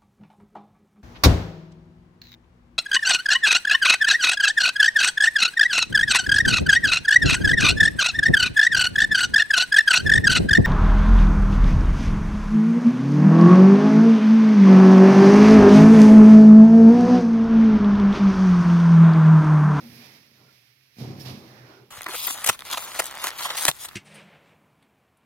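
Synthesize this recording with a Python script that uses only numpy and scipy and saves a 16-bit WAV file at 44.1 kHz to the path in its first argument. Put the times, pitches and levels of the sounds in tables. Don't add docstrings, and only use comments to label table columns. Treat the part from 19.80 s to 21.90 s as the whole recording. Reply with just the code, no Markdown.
import sys
import numpy as np
from scipy import signal
from scipy.fft import rfft, irfft, next_fast_len
from scipy.io import wavfile
from scipy.ndimage import uniform_filter1d

SR = 44100
rng = np.random.default_rng(int(sys.argv[2]) if len(sys.argv) > 2 else 0)


def ratio_of_db(decibels):
    return 10 ** (np.asarray(decibels, float) / 20)


def transcribe(u):
    v = np.clip(np.atleast_2d(u).T, -1, 1)
    q = np.round(v * 32767).astype(np.int16)
    wavfile.write(sys.argv[1], SR, q)


N = 92830
T = np.arange(N) / SR

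# (frequency [Hz], level [dB], time to fall 60 dB [s])
LEAF_MODES = [(102.4, -9.5, 0.26), (147.8, -6, 0.26), (178.2, -7, 0.16), (207.2, -5, 0.29),
              (232, 0.5, 0.22), (268.2, -4, 0.14), (328.8, -3, 0.12), (389.6, -6, 0.097),
              (463, -10.5, 0.069), (551, -12, 0.13), (692, -10.5, 0.15), (740.7, -11, 0.13)]
# (time [s], force level [dB], contact time [ms])
LEAF_BLOWS = [(1.168, -54, 1.25), (1.185, -43, 1.2), (1.217, -39, 1.68), (1.271, -43.5, 2.5),
              (1.514, -41, 2.06)]
# (time [s], judder level [dB], boom level [dB])
JUDDER_AND_BOOM = [(0, -47, -64), (.1, -53.5, -51.5), (.25, -57.5, -66.5), (.53, -66, -69),
                   (.64, -64.5, -64), (.8, -89, -68.5), (1.16, -88, -71), (1.21, -35.5, -41.5),
                   (1.31, -39.5, -39), (1.38, -39, -57), (1.5, -37.5, -36), (1.53, -42, -55),
                   (1.57, -46, -52), (1.68, -56, -52), (1.85, -86, -52), (1.92, -80, -74), (2.02, -60, -55),
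                   (2.1, -70, -72)]
# (time [s], treble level [dB], middle level [dB], change of the top treble [dB])
SLIDE_LEVELS = [(0, -57.5, -54, 1.5), (.1, -54, -60.5, 5.5), (.25, -50.5, -55.5, 1), (.35, -56, -61.5, 1),
                (.52, -63.5, -74.5, 0.5), (.64, -59, -59.5, 0), (.78, -64.5, -74, 2), (1.12, -69, -100, -2),
                (1.17, -61.5, -66, 7), (1.21, -51, -47.5, -14), (1.36, -58, -51, -1.5), (1.43, -52, -55, 4),
                (1.47, -57, -46, -27), (1.58, -55.5, -52, 0.5), (1.75, -57.5, -54, -0.5),
                (1.91, -58.5, -53, -2), (2.0, -64, -59.5, -3), (2.1, -73, -65.5, -1)]
# (frequency [Hz], relative level per Hz [dB])
SLIDE_TREBLE_COLOUR = [(760, -13), (1300, -9.5), (1770, -4), (2450, -3), (2920, -8.5), (5390, -3),
                       (7750, -24.5), (12800, -14.5), (15500, -22.5)]
# (frequency [Hz], relative level per Hz [dB])
SLIDE_MIDDLE_COLOUR = [(350, 12), (800, 7), (1200, 5), (1700, -12), (2500, -69)]
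# (frequency [Hz], relative level per Hz [dB])
HISS_COLOUR = [(40, 10), (130, -7), (400, -9.5), (1000, -20.5), (2200, -8), (5500, -13), (7600, -26.5),
               (12800, -15.5), (15500, -22)]
# (start [s], length [s], centre frequency [Hz], width [Hz], level [dB])
RUBS_AND_THUDS = [(0.035, 0.07, 232, 12, -49), (0.175, 0.06, 235, 12, -49), (0.195, 0.095, 2410, 90, -62.5),
                  (0.555, 0.07, 1400, 100, -71), (0.635, 0.08, 1385, 100, -68.5),
                  (1.19, 0.15, 195, 70, -39), (1.255, 0.06, 106, 12, -41), (1.495, 0.05, 212, 20, -41),
                  (1.66, 0.3, 1700, 900, -59), (1.82, 0.26, 1440, 240, -64), (1.9, 0.2, 390, 140, -58.5)]
# (start [s], level [dB], rise time [s], time to fall 60 dB [s], tilt [dB per octave])
RATTLE_BURSTS = [(1.179, -45.5, 0.013, 0.5, 2), (1.395, -49, 0.0022, 0.72, 4.5),
                 (1.448, -39.5, 0.01, 0.45, -1), (1.492, -45, 0.003, 0.2, 0),
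                 (1.885, -52, 0.0089, 0.5, -7.5)]
# (frequency [Hz], relative level per Hz [dB])
RATTLE_SPECTRUM = [(350, -32), (750, -4), (1400, -9.5), (3000, -5), (5200, -3), (7750, -22), (12800, -15),
                   (15500, -27)]
# (frequency [Hz], level [dB], time to fall 60 dB [s])
LATCH_MODES = [(1710, -12, .12), (4900, -3, 0.03), (5390, 3, 0.035), (12800, -8, 0.03)]
# (frequency [Hz], left-right correlation [-1 to 1])
LEFT_RIGHT_LIKENESS = [(60, 0.86), (130, 0.94), (290, 0.98), (640, 0.63), (1410, -0.11), (15000, 0.6)]
# (frequency [Hz], level difference [dB])
LEFT_AGAINST_RIGHT = [(100, -3), (700, 0), (1300, -5), (2400, -12.5), (8000, -7), (15000, -16.5)]

JUDDER_PER_S, JUDDER_SCATTER, JUDDER_MS = 160, 2.54, 1.11
SMEAR_S = 0.023
GRIT_PER_S, GRIT_SCATTER = 1500, 2.36
GRIT_DB = -7
FLICKER_DB = 1.26
TOP_FROM_HZ = 8000
BOOM_HZ, BOOM_WIDTH_HZ = 126, 24
BOOM_TONE_DB = 2.5
HISS_DB = -65
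CLEAN_WIDTH_HZ = 35
CLANK_S, CLANK_DB, CLANK_T60_S = 1.397, -65, 0.11
LEFT_LEAD_S = 0.00012
LOW_CUT_HZ = 93


def unit(x):
    return x / np.sqrt(np.mean(x ** 2))


def read(table, at, column=1, log=False):
    rows = np.array(table, float)
    places = rows[:, 0]
    if log:
        at, places = np.log(at + 1), np.log(places + 1)
    return np.interp(at, places, rows[:, column])


def shape(x, gain_at):
    size = next_fast_len(N + SR // 2)
    hz = np.arange(size // 2 + 1) * SR / size
    return irfft(rfft(x, size) * gain_at(hz), size)[..., :N]


def coloured(x, table):
    return unit(shape(x, lambda hz: ratio_of_db(read(table, hz, log=True))))


def walk(rate):
    hold = int(SR / rate)
    steps = np.repeat(rng.standard_normal(N // hold + 1), hold)
    smooth = uniform_filter1d(uniform_filter1d(steps, hold), hold)
    return unit(smooth[:N])


def noise():
    return rng.standard_normal((2, N))


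def narrow(hz, width_hz):
    return unit(shape(noise(), lambda f: 1 / (1 + ((f - hz) / (width_hz / 2)) ** 2)))


def wavering_tone(hz, wander):
    return np.sqrt(2) * np.sin(2 * np.pi * np.cumsum(hz + wander) / SR)


def grains(per_s, scatter):
    chance = rng.random((3, N))
    happens = chance[0] < per_s / SR
    sign = np.sign(chance[1] - 0.5)
    size = ratio_of_db(-scatter * np.log(chance[2] + 1e-4))
    return unit(happens * sign * size)


def push(ms):
    force = np.hanning(int(ms * SR / 1000) + 3)
    return force / force.sum()


def strikes(blows):
    force = np.zeros(N)
    for time_s, db, contact_ms in blows:
        hump = ratio_of_db(db) * push(contact_ms)
        at = time_s * SR
        first = int(at)
        late = at - first
        force[first:first + len(hump)] += (1 - late) * hump
        force[first + 1:first + 1 + len(hump)] += late * hump
    return force


def ring(force, modes):
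    out = np.zeros((2, N))
    for k, (hz, db, t60) in enumerate(modes):
        pole = np.exp(2j * np.pi * hz / SR - np.log(1000) / (t60 * SR))
        ringing = ratio_of_db(db) * signal.lfilter([1], [1, -pole], force)
        out += np.array([ringing.imag, (-1) ** k * ringing.real])
    return out


def leaf():
    jolts = np.convolve(grains(JUDDER_PER_S, JUDDER_SCATTER), push(JUDDER_MS))[:N]
    jolts = jolts / np.sqrt(np.mean(ring(jolts, LEAF_MODES)[0] ** 2))
    judder = jolts * ratio_of_db(read(JUDDER_AND_BOOM, T))
    t = np.arange(SR // 10) / SR
    echoes = (rng.random(len(t)) < 300 / SR) * rng.standard_normal(len(t))
    spread = (t == 0) + echoes * np.exp(-t / SMEAR_S) * 0.5
    blows = np.convolve(strikes(LEAF_BLOWS), spread)[:N]
    return ring(blows + judder, LEAF_MODES)


def rubbing():
    grit = np.array([grains(GRIT_PER_S, GRIT_SCATTER) for _ in range(2)])
    return noise() + ratio_of_db(GRIT_DB) * grit


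def slide():
    treble_db = read(SLIDE_LEVELS, T) + FLICKER_DB * walk(24.91)
    treble = coloured(rubbing(), SLIDE_TREBLE_COLOUR) * ratio_of_db(treble_db)
    top = shape(treble, lambda hz: hz > TOP_FROM_HZ)
    treble = treble + top * (ratio_of_db(read(SLIDE_LEVELS, T, column=3)) - 1)
    middle_db = read(SLIDE_LEVELS, T, column=2) + FLICKER_DB * walk(30.12)
    middle = coloured(rubbing(), SLIDE_MIDDLE_COLOUR) * ratio_of_db(middle_db)
    return treble + middle


def stairwell():
    tone = wavering_tone(BOOM_HZ, 4.2 * walk(10.124)) * ratio_of_db(BOOM_TONE_DB)
    boom = unit(tone + narrow(BOOM_HZ, BOOM_WIDTH_HZ))
    boom = boom * ratio_of_db(read(JUDDER_AND_BOOM, T, column=2))
    hiss = coloured(noise(), HISS_COLOUR) * ratio_of_db(HISS_DB)
    return boom + hiss


def rubs_and_thuds():
    out = 0
    for start, length, hz, width, db in RUBS_AND_THUDS:
        tone = wavering_tone(hz, width / 2 * walk(40)) * (CLEAN_WIDTH_HZ / width) ** 2
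        band = unit(tone + narrow(hz, width))
        done = np.clip((T - start) / length, 0, 1)
        swell = np.sin(np.pi * done) ** 0.55
        out = out + band * ratio_of_db(db + 2.5 * walk(35.6)) * swell
    return out


def rattles():
    out = 0
    for start, db, rise, t60, tilt_db in RATTLE_BURSTS:
        age = np.maximum(T - start, 0)
        colour = [(hz, d + tilt_db * np.log2(hz / 4000)) for hz, d in RATTLE_SPECTRUM]
        onset = 1 - np.exp(-age / rise)
        level = ratio_of_db(db - 60 * age / t60 + 0.7 * walk(59.54))
        out = out + coloured(noise(), colour) * onset * level
    return out


def latch():
    age = T - CLANK_S
    fade = ratio_of_db(CLANK_DB - 60 * np.maximum(age, 0) / CLANK_T60_S)
    return ring(rng.standard_normal(N) * (age > 0) * fade, LATCH_MODES)


def scene():
    common, sideways = leaf() + slide() + stairwell() + rubs_and_thuds() + rattles() + latch()

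    def likeness(hz):
        return np.clip(read(LEFT_RIGHT_LIKENESS, hz, log=True), -0.9, 0.99)

    mid = shape(common, lambda hz: np.sqrt((1 + likeness(hz)) / 2))
    side = shape(sideways, lambda hz: np.sqrt((1 - likeness(hz)) / 2))
    return np.array([mid + side, mid - side])


def microphone(x, share):
    def gain(hz):
        level = ratio_of_db(share * read(LEFT_AGAINST_RIGHT, hz, log=True))
        return level * np.exp(2j * np.pi * hz * share * LEFT_LEAD_S)
    return shape(x, gain)


def band_limit(x):
    return signal.sosfilt(signal.butter(12, 15690, fs=SR, output="sos"), x)


def record(dry):
    stereo = np.array([microphone(dry[0], 0.5), microphone(dry[1], -0.5)])
    low_cut = signal.butter(4, LOW_CUT_HZ, "high", fs=SR, output="sos")
    mix = signal.sosfilt(low_cut, stereo)
    return band_limit(mix)


dry = scene()
out = record(dry)
transcribe(out)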